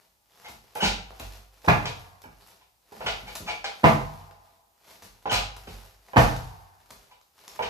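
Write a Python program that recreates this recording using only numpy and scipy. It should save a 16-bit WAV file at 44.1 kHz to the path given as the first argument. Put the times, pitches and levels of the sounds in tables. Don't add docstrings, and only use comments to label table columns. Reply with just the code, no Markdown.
import sys
import numpy as np
from scipy import signal
from scipy.fft import rfft, irfft
from scipy.io import wavfile
from scipy.ndimage import uniform_filter1d

SR = 44100
rng = np.random.default_rng(int(sys.argv[2]) if len(sys.argv) > 2 else 0)


def generate_wav(sig):
    pcm = np.round(np.clip(np.atleast_2d(sig).T, -1, 1) * 32767).astype(np.int16)
    wavfile.write(sys.argv[1], SR, pcm)


N = 339129
T = np.arange(N) / SR
HZ = np.maximum(np.fft.rfftfreq(N, 1 / SR), 1)

# frequency_hz, t60_s
ROOM_T60 = [(60, 0.82), (250, 0.4), (800, 0.41), (2000, 0.39), (5000, 0.43), (14000, 0.26)]
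# frequency_hz, correlation
ROOM_COHERENCE = [(60, 0.73), (140, 0.8), (400, 0.67), (900, -0.096), (2000, -0.4), (14000, 0.94)]
# frequency_hz, relative_level_db
AIR_SPECTRUM = [(25, -19), (50, 5.5), (100, -5), (280, -14), (500, -11.5), (800, -2.5), (1400, -13.5),
                (3000, -14), (5000, -13.5), (9000, -16.5), (15000, -14.5)]
LINGER_SPECTRUM = [(250, -19), (550, -14.5), (750, -6.5), (1000, -8), (1400, -11.5), (8000, -37)]
CLOTH_SPECTRUM = [(40, -2.5), (320, 2.5), (500, 5), (850, 8), (1400, 3), (3000, 0), (4800, 0), (7000, -4),
                  (8700, -10), (12000, -1.5), (15000, -17)]
SNAP_SPECTRUM = [(200, -7.5), (800, 7.5), (1800, 1.5), (3000, 0.5), (6500, -1), (8500, -8.5), (12000, -3),
                 (15000, -14)]
PAT_SPECTRUM = [(30, 2.5), (70, -5), (130, -4.5), (250, -7.5), (500, -17), (1200, -18), (5000, -49.5)]
SLAP_SPECTRUM = [(80, -19.5), (330, -12), (480, -4), (800, 5), (1050, -2.5), (1450, 1), (1850, -5),
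                 (2350, 1.5), (3000, -1.5), (4200, -5.5), (6500, -14), (9000, -26), (15000, -39)]
CLATTER_SPECTRUM = [(60, -21), (130, -7.5), (250, -9.5), (370, -10.5), (700, 0.5), (1000, -1), (1600, -6.5),
                    (2500, -9.5), (4000, -25), (6500, -35), (9000, -48.5), (15000, -41.5)]
# frequency_hz, level_db, t60_s
SWAY_MODES = [(49.2, -4, 0.91), (95, -9.5, .75)]
ARM_MODES = [(446, -7, 0.38), (488, -7.5, 0.11), (554, -6.5, 0.11), (644.3, -8, 0.28), (728, -12, 0.076),
             (780.4, -4, 0.13), (829.4, 3.5, 0.12), (894, -0.5, 0.069), (1008.4, -5.5, 0.17),
             (1110, -16.5, .15), (1370, -19.5, 0.093), (1396, -13, .15), (1625, -10.5, 0.2),
             (1620, -21.5, 0.14), (2300, -10, 0.065), (3040, -13.5, .06)]
TRUNK_MODES = [(93.1, -9, 0.8), (126.4, -1, 0.31), (156.7, 5.5, 0.28), (229.5, -3.5, 0.28),
               (289.5, -5.5, 0.54)]
# centre_s, level_db, half_length_s
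SLEEVE_MOVES = [(.01, -66.5, 0.065), (0.436, -56, 0.079), (0.725, -64.5, 0.11), (1.261, -52.5, 0.11),
                (2.303, -68, 0.24), (2.475, -59.5, .095), (3.032, -52.5, 0.09), (3.345, -53, 0.14)]
# start_s, level_db, decay_s, tilt_db_per_octave
SNAPS = [(.752, -43, 0.022, 4.5), (1.1066, -42.5, 0.0014, -2.5), (1.1972, -38, 0.0034, 2),
         (1.647, -46, 0.023, -0.5), (2.2177, -47.5, 0.0043, 2), (2.473, -52, 0.0039, 2.5),
         (3.353, -33.5, .011, 1), (4.31, -48.5, 0.0034, -3), (5.565, -39.5, 0.0043, -0.5),
         (6.084, -50.5, 0.0087, -5), (6.364, -32.5, 0.0026, -2.5), (6.9051, -37, .0028, 0),
         (7.2129, -55, .0027, 1), (7.479, -39, 0.0051, 0.5)]
# start_s, level_db
SWIPES = [(0.483, -48.5), (5.022, -48.5)]
# start_s, level_db
PRESSES = [(2.25, -49.5), (2.961, -50), (3.04, -42), (3.225, -49.5), (3.398, -43.5), (6.905, -57)]
# start_s, level_db
GRABS = [(1.198, -39), (5.672, -42.5)]
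# start_s, level_db, rise_s, pitch_hz
RUBS = [(.435, -46.5, .024, 2110), (1.854, -29.5, 0.0025, 2960), (2.6, -64, .02, 1015),
        (3.262, -43, 0.024, 2300), (3.46, -33, .037, 2333), (3.642, -28.5, 0.0013, 2300),
        (7.1, -57.5, 0.0206, 1000)]
# start_s, level_db, contact_s
SOCKET_KNOCKS = [(1.6435, -32, 0.0012), (2.239, -38.5, .0002), (2.920, -37.5, 0.0012),
                 (6.1335, -26, 0.00032), (6.1605, -12.5, .00063), (6.505, -48, 0.00065), (7.48, -49, .0003)]
# start_s, knock_db, skid_delay_s, skid_db, rise_s, tilt_db_per_octave, end_stop_db, sway_db, snap_db
PARRIES = [(0.7537, -27, 0.05, -24, .046, 2.5, -16.5, -34.5, -43),
           (3.005, -34, 0.055, -27.5, .0085, -0.4, -32.5, -54, -51),
           (5.256, -23, .038, -25, .049, 2, -20.5, -32.5, -30.5),
           (7.591, -19.5, 0.03, -32.5, .008, -1, -38, -46.5, -54)]
# start_s, thud_db, pad_hz, clatter_db, clatter_decay_s,
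# clatter_tilt_db_per_octave, knock_db, contact_s, sway_db, snap_db
PUNCHES = [(1.682, -11, 126.4, -16, 0.016, 1, -10.5, 0.00085, -36.5, -40),
           (3.840, -10, 152.7, -11, 0.017, -2.5, -18.5, 0.0011, -33, -33),
           (6.167, -8.5, 125, -13.5, 0.012, 0.2, -10, 0.00072, -35.5, -28.5)]

ROUND_S, TICKS_PER_S = 4.485, 4
JOLT_LAG_S, SWAY_LAG_S = .004, .008
SKID_DECAY_S, SKID_WOOD_DB = .029, -16.5
SKID_SQUEAK_HZ, SKID_SWELL_S, RUB_BODY_HZ = 3030, .0065, 845.6
BOUNCE_S, BOUNCE_DB = .016, -6.5


def undb(db):
    return 10 ** (np.asarray(db) / 20)


def read(points, hz):
    frequencies, values = np.transpose(points)
    return np.interp(np.log(hz), np.log(frequencies), values)


def unit(x):
    return x / np.sqrt(np.sum(x ** 2))


def add(track, s, x):
    i = int(s * SR)
    track[i:i + len(x)] += x[:N - i]


def fade(t, t60):
    return np.exp(-np.log(1000) * t / t60)


def colour(x, spectrum, tilt_db=0, size=4096):
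    hz = np.maximum(np.fft.rfftfreq(size, 1 / SR), 1)
    db = read(spectrum, hz) + tilt_db * np.log2(np.maximum(hz, 400))
    cepstrum = irfft(np.log(undb(db)))[:size // 2]
    cepstrum[1:] *= 2
    response = unit(irfft(np.exp(rfft(cepstrum, size))))
    return signal.fftconvolve(x, response)[:max(len(x), min(len(x) + size, N))]


def ring(modes, length_s, scatter_db=0):
    t = T[:int(length_s * SR)]
    gains = undb(scatter_db * rng.standard_normal(len(modes)))
    return sum((-1) ** k * gains[k] * undb(db) * np.sin(2 * np.pi * hz * t) * fade(t, t60)
               for k, (hz, db, t60) in enumerate(modes))


def push(x, contact_s):
    t = T[:SR // 20]
    force = t * np.exp(-2 * np.pi * t / contact_s)
    return signal.fftconvolve(x, force / force.sum())


def contacts(rise_s, decay_s, grain_db):
    t = T[:SR // 3]
    envelope = np.minimum(t / rise_s, 1) * np.exp(-np.maximum(t - rise_s, 0) / decay_s)
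    sizes = np.repeat(undb(grain_db * rng.standard_normal(len(t))), 32)[:len(t)]
    return unit(rng.standard_normal(len(t)) * sizes * envelope) * np.sqrt(np.sum(envelope ** 2))


def diffuse():
    mid, side = rfft(rng.standard_normal((2, N)))
    coherence = read(ROOM_COHERENCE, HZ)
    mid *= np.sqrt((1 + coherence) / 2)
    side *= np.sqrt((1 - coherence) / 2)
    return irfft(np.array([mid + side, mid - side]), N)


def air():
    return np.array([colour(channel, AIR_SPECTRUM) for channel in diffuse()])


def room():
    t, spectrum = T[:SR], rfft(diffuse()[:, :SR])
    centres_hz = 62.5 * 2. ** np.arange(9)
    hz = np.maximum(np.fft.rfftfreq(SR, 1 / SR), 1)
    tail = 0
    for centre, band in zip(centres_hz, np.eye(len(centres_hz))):
        weight = np.interp(np.log(hz), np.log(centres_hz), band)
        tail += irfft(spectrum * weight, SR) * fade(t, read(ROOM_T60, centre))
    build_up = np.clip((t - .002) / .008, 0, 1)
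    return np.sqrt(2) * unit(tail * build_up)


def linger():
    tails = diffuse()[:, :2 * SR] * fade(T[:2 * SR], t60=1.404)
    return np.array([unit(colour(tail, LINGER_SPECTRUM)) for tail in tails])


def place(x, walls, direct_db, wet_db, lag_ms, pan_db):
    left = irfft(rfft(x) * np.exp(-2j * np.pi * HZ * lag_ms / 1000), N)
    reflected = signal.fftconvolve(x[None], walls, axes=1)[:, :N]
    both = undb(direct_db) * np.array([left, x]) + undb(wet_db) * reflected
    return both * undb(np.array([[pan_db], [-pan_db]]) / 2)


def movement():
    return sum(undb(2 * db) * np.exp(-((T - s) / half_s) ** 2) for s, db, half_s in drill("brush"))


def sleeves():
    catches = np.repeat(undb(4 * rng.standard_normal(N // 64 + 1)), 64)[:N]
    folds = uniform_filter1d(rng.standard_normal(N), size=900)
    friction = rng.standard_normal(N) * catches * undb(2 * folds / folds.std())
    return colour(friction, CLOTH_SPECTRUM) * np.sqrt(movement())


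def stray_ticks():
    level_db = 10 * np.log10(movement() + 1e-12)
    moments = rng.integers(0, N, int(TICKS_PER_S * N / SR))
    return [(T[i], level_db[i] - 5.5, .0027, 0) for i in moments]


def snaps():
    out = np.zeros(N)
    for s, db, decay_s, tilt_db in SNAPS + drill("snap") + stray_ticks():
        burst = undb(db) * contacts(.0003, decay_s, grain_db=4)
        add(out, s, colour(burst, SNAP_SPECTRUM, tilt_db))
    return out


def pats():
    out = np.zeros(N)
    for s, db, decay_s in drill("pat"):
        burst = undb(db) * contacts(.006, decay_s, grain_db=.5)
        add(out, s, colour(burst, PAT_SPECTRUM))
    return out


def sway():
    out = np.zeros(N)
    boom = push(ring(SWAY_MODES, 1.8), contact_s=.0044)
    for s, db in drill("shove"):
        add(out, s, undb(db) * boom)
    return out


def squeaks():
    out, t = np.zeros(N), T[:SR // 5]
    for s, hz, db, swell_s in drill("squeak"):
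        waver = uniform_filter1d(rng.standard_normal(len(t)), size=96)
        phase = 2 * np.pi * np.cumsum(hz * (1 + .033 * waver / waver.std())) / SR
        envelope = t / swell_s * np.exp(1 - t / swell_s)
        add(out, s, undb(db) * envelope * (np.sin(phase) + .15 * np.sin(2 * phase)))
    return out


def slaps():
    out = np.zeros(N)
    for s, db, rise_s, decay_s, tilt_db, wood_db in drill("slap"):
        skid = undb(db) * contacts(rise_s, decay_s, grain_db=1)
        wood = unit(ring(ARM_MODES, .5, scatter_db=3.5))
        add(out, s, colour(skid, SLAP_SPECTRUM, tilt_db))
        add(out, s, undb(wood_db) * signal.fftconvolve(skid, wood))
    return out


def knocks():
    out = np.zeros(N)
    for s, db, contact_s in SOCKET_KNOCKS + drill("knock"):
        wood = ring(ARM_MODES, .5, scatter_db=3.5)
        grip = .35 + np.exp(-T[:len(wood)] / .007)
        knock = push(wood * grip, contact_s)
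        crack = undb(db - 12.5) * contacts(.00043, .0067, grain_db=.5)
        add(out, s, undb(db) * knock / np.abs(knock).max())
        add(out, s, colour(crack, CLATTER_SPECTRUM))
    return out


def clatter():
    out = np.zeros(N)
    for s, _, _, db, decay_s, tilt_db, *_ in PUNCHES:
        rattle = undb(db) * contacts(.0012, decay_s, grain_db=4)
        wood = unit(ring(ARM_MODES, .5, scatter_db=1))
        add(out, s, colour(rattle, CLATTER_SPECTRUM, tilt_db))
        add(out, s, undb(-12.5) * push(signal.fftconvolve(rattle, wood), contact_s=.0005))
    return out


def thuds(pad_db=10, pad_t60_s=.24):
    out = np.zeros(N)
    for s, db, pad_hz, *_ in PUNCHES:
        trunk = ring(TRUNK_MODES, 1, scatter_db=.5)
        pad = ring([(pad_hz, pad_db, pad_t60_s)], 1)
        thud = push(trunk + pad, contact_s=.0046)
        add(out, s + .004, undb(db) * thud / np.abs(thud).max())
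    return out


def rounds(count=2):
    for k in range(count):
        for s, db, half_s in SLEEVE_MOVES:
            yield "brush", k * ROUND_S + s, db, half_s


def holds():
    for s, db in GRABS:
        yield "pat", s, db, .012
        yield "knock", s, db + 2, .0021
        yield "slap", s, db - 6, .0015, SKID_DECAY_S, 2.1, -22
        yield "shove", s + SWAY_LAG_S, db + .5
    for s, db in PRESSES:
        yield "pat", s, db, .029
        yield "shove", s + SWAY_LAG_S, db - 9
    for s, db in SWIPES:
        yield "snap", s, db, .036, .5
        yield "pat", s, db - 6.5, .036


def rubs():
    for s, db, rise_s, hz in RUBS:
        yield "slap", s, db, rise_s, .019, .36, -9
        swell_s = .42 * rise_s
        yield "squeak", s + swell_s, hz, db - .5, swell_s
        yield "squeak", s + swell_s, RUB_BODY_HZ, db - 1.5, swell_s


def parries(bounces=2):
    for s, knock_db, wait_s, skid_db, rise_s, tilt_db, stop_db, sway_db, snap_db in PARRIES:
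        yield "knock", s, knock_db, .0006
        for k in range(1, bounces + 1):
            yield "knock", s + k * BOUNCE_S, knock_db + k * BOUNCE_DB, .00076
        yield "slap", s, skid_db - 13, .003, .05, -4.5, SKID_WOOD_DB
        skid_s = s + wait_s
        yield "squeak", skid_s, SKID_SQUEAK_HZ, skid_db - 4, SKID_SWELL_S
        yield "squeak", skid_s, SKID_SQUEAK_HZ / 2, skid_db - 9, SKID_SWELL_S
        yield "slap", skid_s, skid_db, rise_s, SKID_DECAY_S, tilt_db, SKID_WOOD_DB
        stop_s = skid_s + .45 * rise_s
        yield "knock", stop_s, stop_db, .00045
        yield "pat", stop_s, stop_db - 15, .016
        yield "snap", stop_s, snap_db, .032, -1.5
        yield "shove", stop_s + SWAY_LAG_S, sway_db


def punches():
    for s, thud_db, *_, knock_db, contact_s, sway_db, snap_db in PUNCHES:
        yield "brush", s - .05, -59.5, .07
        yield "pat", s - .008, thud_db - 10, .013
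        yield "knock", s + JOLT_LAG_S, knock_db, contact_s
        yield "snap", s + JOLT_LAG_S, snap_db, .064, -2
        yield "shove", s + SWAY_LAG_S, sway_db
        yield "brush", s + .19, -56, .17


def drill(kind):
    gestures = (punches, parries, rubs, holds, rounds)
    return [row for gesture in gestures for name, *row in gesture() if name == kind]


def scene():
    walls, rattle, wood, skin = room(), clatter(), knocks(), slaps()
    out = place(thuds(), walls, direct_db=-1, wet_db=-7.5, lag_ms=1, pan_db=1)
    out += place(rattle, walls, direct_db=4, wet_db=4.5, lag_ms=.2, pan_db=-2.5)
    out += place(wood, walls, direct_db=.5, wet_db=2, lag_ms=.27, pan_db=-3.5)
    out += place(sway(), walls, direct_db=7, wet_db=-24.5, lag_ms=.3, pan_db=-2)
    out += place(skin + squeaks(), walls, direct_db=1.5, wet_db=1.5, lag_ms=.13, pan_db=.5)
    out += place(pats(), walls, direct_db=5.5, wet_db=2.5, lag_ms=.22, pan_db=-.5)
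    out += place(snaps(), walls, direct_db=1.5, wet_db=2, lag_ms=.018, pan_db=1.4)
    out += place(sleeves(), walls, direct_db=-3.5, wet_db=-3.5, lag_ms=0, pan_db=.5)
    out += undb(-23) * signal.fftconvolve((rattle + skin)[None], linger(), axes=1)[:, :N]
    return out + undb(-68) * air()


def record(dry, low_hz=41, top_hz=14750):
    high_pass = signal.butter(10, low_hz, "high", fs=SR, output="sos")
    low_pass = signal.ellip(8, .2, 70, top_hz, fs=SR, output="sos")
    return signal.sosfilt(low_pass, signal.sosfilt(high_pass, np.tanh(dry)))


dry = scene()
out = record(dry)
generate_wav(out)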